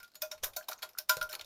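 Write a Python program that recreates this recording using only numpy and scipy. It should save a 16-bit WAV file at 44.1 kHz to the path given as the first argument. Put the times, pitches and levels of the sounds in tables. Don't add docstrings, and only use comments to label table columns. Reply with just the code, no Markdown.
import sys
import numpy as np
from scipy import signal
from scipy.fft import rfft, irfft
from scipy.io import wavfile
from scipy.ndimage import uniform_filter1d

SR = 44100
rng = np.random.default_rng(int(sys.argv[2]) if len(sys.argv) > 2 else 0)


def undo_db(level):
    steps = np.asarray(level, float) / 20
    return 10 ** steps


def generate_wav(signal):
    frames = np.transpose(np.atleast_2d(signal))
    scaled = np.clip(frames, -1, 1) * 32767
    pcm = np.round(scaled).astype(np.int16)
    wavfile.write(sys.argv[1], SR, pcm)


N = 63945

# start_s, level_db, spread_ms, tilt_db_per_octave, loudest_hz
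FIRM_BLOWS = [(0.0291, -36, 1.57, 2.5, 13700), (0.153, -30.5, 1.28, 2, 4272), (0.218, -16.5, 2.6, 3, 14210),
              (0.3129, -22.5, 2.86, 2, 5860), (0.433, -16, 3.6, 0.5, 3280), (0.4407, -15.5, 2.1, 4, 12430),
              (0.5623, -18.5, 3.76, 5, 3950), (0.6832, -20.5, 3.8, 2.5, 3640),
              (0.7107, -27, 3.9, -3, 15300), (.7215, -38, 0.83, 1, 1536), (0.73, -28.5, 0.67, 0, 4100),
              (0.8259, -22, 3.76, -1, 3964), (0.9847, -17, 1.26, 2.5, 9410), (1.0926, -7, 2.3, 2, 14200),
              (1.1673, -25, 1.46, 2, 3936), (1.212, -22, 1.34, -2.5, 5060), (1.225, -24, 1.45, 3.5, 5900),
              (1.29, -32, 3.6, 5, 8700), (1.298, -36, 2.55, -1, 5300), (1.327, -24, 2, 3, 4150),
              (1.3349, -28, 1.5, -13, 2920), (1.3511, -24, 0.5, -3.5, 4340),
              (1.395, -32.5, 0.12, -10.1, 4180), (1.41, -27.5, 1.23, -2, 3190)]
# start_s, level_db, spread_ms, loudest_hz
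LIGHT_TOUCHES = [(.0003, -36.5, 1.5, 5370), (0.042, -40.5, 2.5, 6300), (0.077, -43, 1.3, 4870),
                 (.1025, -79, 0.51, 4240), (0.1162, -46.5, 0.82, 4600), (0.136, -59, 0.39, 4170),
                 (0.1448, -46, 0.67, 3150), (0.213, -42, 2.1, 7260), (0.377, -39.5, 2.3, 4240),
                 (0.4272, -31, 3.1, 6100), (0.467, -54, 4.9, 13000), (0.533, -35, 2.33, 3500),
                 (0.6253, -39, 2.96, 3140), (0.642, -44, 0.82, 4160), (0.784, -37, 3.5, 6540),
                 (0.8205, -28.5, 2.4, 4130), (.8892, -34.5, 1.57, 12400), (0.9324, -45, 0.71, 4860),
                 (0.976, -38, 2, 12600), (0.9805, -32.5, 2, 9600), (1.0878, -27.5, 2.78, 9350),
                 (1.309, -34, 1.1, 5400), (1.317, -31, 2.96, 2570), (1.3372, -43, 1.6, 13200),
                 (1.341, -33, 0.93, 3110), (1.388, -40, 1.46, 5200), (1.399, -45, 0.71, 2320),
                 (1.4448, -37, 0.52, 3720)]
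# start_s, lowest_tone_db, second_tone_db, third_tone_db, fourth_tone_db
BOWL_RINGS = [(0.001, -67, -65, -47, -52), (0.027, -68, -98, -43, -53), (0.119, -96, -98, -77.5, -73),
              (0.153, -56, -90, -59, -69.5), (0.221, -30.5, -54, -41, -47.5),
              (0.317, -38, -58, -46.5, -80.5), (0.437, -43, -48.5, -58, -42.5),
              (0.567, -36.5, -51, -40.5, -44), (0.687, -44.5, -73, -50.5, -49),
              (0.827, -43.5, -55, -41.5, -62), (0.986, -47.5, -79, -76, -44.5),
              (1.093, -31.5, -28.5, -19, -23.5), (1.169, -41, -49, -42.5, -44.5),
              (1.213, -37, -44.5, -27.5, -37), (1.293, -43, -61, -46.5, -45.5),
              (1.350, -52.5, -56, -57, -49.5), (1.394, -54, -70, -49.5, -65)]
# start_s, level_db, pitch_hz, fade_s (time to drop 60 dB)
DULL_KNOCKS = [(0.434, -29.5, 556.5, 0.02414), (0.565, -35.5, 700, 0.048), (0.686, -29.5, 918, 0.022),
               (0.698, -35, 760, 0.028), (0.721, -29.5, 1470, 0.019), (0.611, -36.5, 1467, 0.018),
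               (0.951, -39.5, 1360, 0.019), (1.169, -34, 536, 0.038), (1.168, -40.5, 139, 0.055),
               (1.201, -47.5, 25.6, 0.243), (1.213, -55, 122.9, 0.064), (1.332, -44, 2190, 0.02),
               (1.41, -57.5, 76, 0.16)]
# pitch_hz, fade_s, build_up_s
BOWL_TONES = [(619, .24, .007), (1012, .28, .003), (1411, .2, .004), (1535, .12, .002)]
# pitch_hz, level_db, fade_s
HIGH_TONES = [(2288, -10, .05), (2476, -10, .07), (3720, -7, .06), (3810, -7, .05), (4420, -4, .07),
              (5081, -2, .06), (5293, -7, .06), (5518, -6, .06), (5842, -6, .07), (7000, -6, .035),
              (9400, -9, .03), (11300, -11, .03), (13600, -7, .03), (14680, -9, .03)]
# pitch_hz, level_db (per Hz)
CRACK_COLOUR = [(120, -44), (200, -2.5), (1290, 5), (3250, 5), (5160, 3.5), (7060, 4), (7740, -2.5),
                (14000, 6.5), (16500, -13)]
# pitch_hz, fade_s
ECHO_FADE = [(300, 0.45), (790, 0.36), (2090, 0.14), (5510, 0.17), (14600, 0.14)]
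# pitch_hz, level_db (per Hz)
HISS_COLOUR = [(25, -15), (300, -11.5), (600, -11), (1500, -20), (2300, -17.5), (5500, -19), (8000, -22.5),
               (16500, -34)]
# time_s, level_db
CLOTH_LEVEL = [(0, -75.5), (.15, -88), (.3, -78), (0.449, -55), (.6, -80), (.8, -79), (1.05, -81),
               (1.17, -73), (1.23, -58), (1.32, -89), (1.45, -78)]
# start_s, level_db, pitch_hz, fade_s
WIRE_TICKS = [(.0303, -38, 2400, 0.0044), (.0303, -43.5, 9300, 0.0078), (.0445, -45, 3400, 0.01),
              (.1026, -52, 4240, 0.0082), (0.119, -60, 1480, 0.04), (.138, -45, 4200, 0.0072),
              (0.1562, -45, 4300, 0.037), (0.1547, -51.5, 6900, 0.13), (0.2146, -49, 6930, 0.01),
              (.2205, -32.5, 3500, 0.021), (.2205, -37, 4800, 0.027), (.2205, -36.5, 6450, 0.025),
              (.222, -44, 2480, 0.094), (.222, -35.5, 5060, 0.028), (0.224, -37.5, 5830, 0.028),
              (.3148, -47, 3731, 0.089), (.348, -44, 900, 0.013), (.4428, -39, 12300, .008),
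              (.443, -28, 3790, 0.0072), (0.567, -37.5, 4414, 0.0385), (0.566, -32.5, 6100, 0.015),
              (.627, -46.5, 2500, .006), (.641, -47, 4200, 0.017), (0.687, -30.5, 3900, 0.013),
              (0.7294, -37, 4240, .012), (.7795, -44, 6500, 0.014), (0.7842, -50.5, 4200, .012),
              (.8278, -32, 3300, 0.021), (0.8258, -37, 4425, 0.062), (.9335, -49, 5200, 0.0092),
              (0.973, -41, 1400, 0.02), (0.988, -34.5, 5400, .035), (1.0957, -15, 4400, .004),
              (1.0952, -24, 7000, .02), (1.097, -26, 5076, .05), (1.1698, -32, 4100, 0.0069),
              (1.1691, -36.5, 6700, 0.013), (1.2134, -29, 1400, 0.06), (1.2114, -54, 5200, .02),
              (1.228, -49, 5840, 0.059), (1.2915, -39.5, 3030, .012), (1.298, -44, 5380, 0.0363),
              (1.329, -50, 4285, 0.011), (1.3333, -35, 2400, .003), (1.3427, -35, 3000, .003),
              (1.4012, -39, 1500, .005), (1.4117, -31, 3500, .0025), (1.351, -45, 2200, 0.004),
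              (1.353, -47, 4400, 0.037), (1.395, -34, 4285, .012)]

HISS_DB = -70
CLOTH_HZ, CLOTH_SWELL_DB = 60, 2.5
KNOCK_ECHO_DB, TICK_ECHO_DB, WALL_S = -11.5, -9.5, 0.0059
CRACK_FADE_S, WIRE_SPREAD_DB, CLATTER_DB, CLATTER_LOW_HZ = 0.026, 0.5, -11, 486
BAND_DB, BAND_HZ = 3, 110
HUMP_DB = 3
HIGH_TONES_DB, SPOT_DB = -25, 3.5
PING_DB, PING_FADE_S = -18.5, 0.022
BLOW_FOCUS_DB, TOUCH_FOCUS_DB, FOCUS_OCTAVES = 4, 6, 0.17
BLOW_WASH_DB, TOUCH_WASH_DB = -3, -0.5
TOUCH_TILT_DB = -1
DAMP_S, STOP_S = 0.075, 0.006
WAVER_HZ, WAVER_TURN = 22, 0.4
FLUTTER_DB = 4
TICK_RISE_TURNS, KNOCK_RISE_TURNS = 0.63, 0.53
GATE_DB, GATE_SLOPE, GATE_S = -45.5, 0.36, 0.025
EDGE_HZ = 16350


def read(points, hz):
    f, value = np.transpose(points)
    return np.interp(np.log(hz + 1), np.log(f + 1), value)


def add(mix, start_s, sound):
    part = mix[max(round(start_s * SR), 0):][:len(sound)]
    part += sound[:len(part)]


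def colour(x, db):
    return irfft(rfft(x) * undo_db(db(np.fft.rfftfreq(len(x), 1 / SR))), len(x))


def smooth_noise(count, size):
    x = uniform_filter1d(uniform_filter1d(rng.standard_normal(count), size=size), size=size)
    return x / x.std()


def hiss():
    x = colour(rng.standard_normal(N), lambda f: read(HISS_COLOUR, f))
    return undo_db(HISS_DB) * x / x.std()


def cloth():
    x = colour(rng.standard_normal(N), lambda f: -20 * np.log10(1 + (f / CLOTH_HZ) ** 2))
    level_db = np.interp(np.arange(N) / SR, *np.transpose(CLOTH_LEVEL))
    return undo_db(level_db + CLOTH_SWELL_DB * smooth_noise(N, 1500)) * x / x.std()


def echoes(size):
    hz, t, z = signal.stft(rng.standard_normal(size), SR, nperseg=128)
    fading = z * undo_db(-60 * t / read(ECHO_FADE, hz)[:, None])
    tail = signal.istft(fading, SR, nperseg=128)[1][:size]
    tail = tail * (1 - np.exp(-(np.arange(size) / SR / WALL_S) ** 2))
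    return tail / np.linalg.norm(tail)


def kitchen(x):
    return signal.fftconvolve(x, echoes(SR // 2))[:N]


def cracks(t, spread_ms, count=24):
    late = 3 * (np.arange(count) + rng.random(count)) / count
    strength = np.minimum(late / 1.83, 1) * np.exp(-1.1 * late)
    strength = strength * undo_db(WIRE_SPREAD_DB * rng.standard_normal(count))
    landings = np.bincount((spread_ms * SR / 1000 * late).astype(int), strength)
    power = signal.fftconvolve(landings ** 2, undo_db(-120 * t / CRACK_FADE_S))[:len(t)]
    noise = np.sqrt(abs(power)) * rng.standard_normal(len(t))
    return noise / np.linalg.norm(noise)


def high_ring(t, spread_ms, focus_hz):
    hz, db, fade_s = np.transpose(HIGH_TONES)[:, :, None]
    spot = rng.standard_normal((len(HIGH_TONES), 1))
    phase = rng.random((len(HIGH_TONES), 1))
    tones = undo_db(db + SPOT_DB * spot - 60 * t / fade_s) * np.sin(2 * np.pi * (hz * t + phase))
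    ping = undo_db(PING_DB - HIGH_TONES_DB - 60 * t / PING_FADE_S) * np.sin(2 * np.pi * focus_hz * t)
    return (tones.sum(0) + ping) * (1 - np.exp(-t * 1000 / spread_ms))


def clatter(level_db, spread_ms, tilt_db, focus_hz, focus_db, wash_db):
    t = np.arange(8192) / SR
    humps = rng.standard_normal(12)

    def crack_db(f):
        near = sum(np.exp(-((f - hz) / (BAND_HZ * (1 + hz / 6000))) ** 2) for hz, *_ in HIGH_TONES)
        hump = np.interp(f, np.linspace(0, 16000, len(humps)), humps)
        return read(CRACK_COLOUR, f) + HUMP_DB * hump + BAND_DB * np.minimum(near, 1)

    def landing_db(f):
        octaves_off = np.log2((f + 1) / focus_hz)
        focus = focus_db * np.exp(-(octaves_off / FOCUS_OCTAVES) ** 2)
        return tilt_db * np.log2((f + 1500) / 6000) + focus

    wash = undo_db(wash_db) * min(spread_ms / 1.95, 1) * echoes(len(t))
    noise = colour(cracks(t, spread_ms) + wash, crack_db)
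    ring = undo_db(HIGH_TONES_DB) * min(spread_ms / 2, 1) * high_ring(t, spread_ms, focus_hz)
    out = colour(noise + ring, landing_db)
    out = signal.sosfilt(signal.butter(3, CLATTER_LOW_HZ, "high", fs=SR, output="sos"), out)
    return undo_db(level_db + CLATTER_DB) * out * np.sqrt(0.003 * SR / (out ** 2).sum())


def wires():
    out = np.zeros(N)
    for start_s, *blow in FIRM_BLOWS:
        add(out, start_s, clatter(*blow, BLOW_FOCUS_DB, BLOW_WASH_DB))
    for start_s, db, spread_ms, hz in LIGHT_TOUCHES:
        add(out, start_s, clatter(db, spread_ms, TOUCH_TILT_DB, hz, TOUCH_FOCUS_DB, TOUCH_WASH_DB))
    return out


def bowl():
    out, t = np.zeros(N), np.arange(SR // 4) / SR
    stops = [row[0] for row in BOWL_RINGS[1:]] + [N / SR]
    for (start_s, *levels), stop_s in zip(BOWL_RINGS, stops):
        damping = np.exp(-(t / DAMP_S) ** 2 - np.maximum(t + start_s - stop_s, 0) / STOP_S)
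        for (hz, fade_s, rise_s), db in zip(BOWL_TONES, levels):
            phase, beat = rng.random(2)
            waver = WAVER_TURN * np.sin(2 * np.pi * (WAVER_HZ * t + beat))
            tone = np.sin(2 * np.pi * (hz * t + phase) + waver)
            swell = (1 - np.exp(-t / rise_s)) ** 2
            add(out, start_s, undo_db(db - 60 * t / fade_s) * damping * swell * tone)
    return out


def ticks():
    out, t = np.zeros(N), np.arange(SR // 8) / SR
    for start_s, db, hz, fade_s in WIRE_TICKS:
        flutter_db = FLUTTER_DB * np.minimum(t / 0.004, 1) * smooth_noise(len(t), 120)
        rise = 1 - np.exp(-t * hz / TICK_RISE_TURNS)
        add(out, start_s, undo_db(db + flutter_db - 60 * t / fade_s) * rise * np.sin(2 * np.pi * hz * t))
    return out + undo_db(TICK_ECHO_DB) * kitchen(out)


def knocks():
    out, t = np.zeros(N), np.arange(SR // 3) / SR
    for start_s, db, hz, fade_s in DULL_KNOCKS:
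        waver = 1 + 0.8 * uniform_filter1d(rng.standard_normal(len(t)), size=200)
        tone = np.sin(2 * np.pi * hz * np.cumsum(waver) / SR)
        rise = 1 - np.exp(-t * hz / KNOCK_RISE_TURNS)
        add(out, start_s, undo_db(db - 60 * t / fade_s) * rise * tone)
    return out + undo_db(KNOCK_ECHO_DB) * kitchen(out)


def scene():
    return (hiss() + cloth() + wires() + bowl() + ticks() + knocks())[None]


def low_pass(x):
    return signal.sosfilt(signal.butter(12, 16810, fs=SR, output="sos"), x)


def record(dry):
    power = abs(uniform_filter1d(dry ** 2, round(GATE_S * SR)))
    level_db = 10 * np.log10(power + 1e-12)
    gated = dry * undo_db(GATE_SLOPE * np.minimum(level_db - GATE_DB, 0))
    edge = signal.firwin(255, EDGE_HZ, window=("kaiser", 7), fs=SR)
    mix = signal.oaconvolve(gated, edge[None], "same")
    return low_pass(mix)


dry = scene()
out = record(dry)
generate_wav(out)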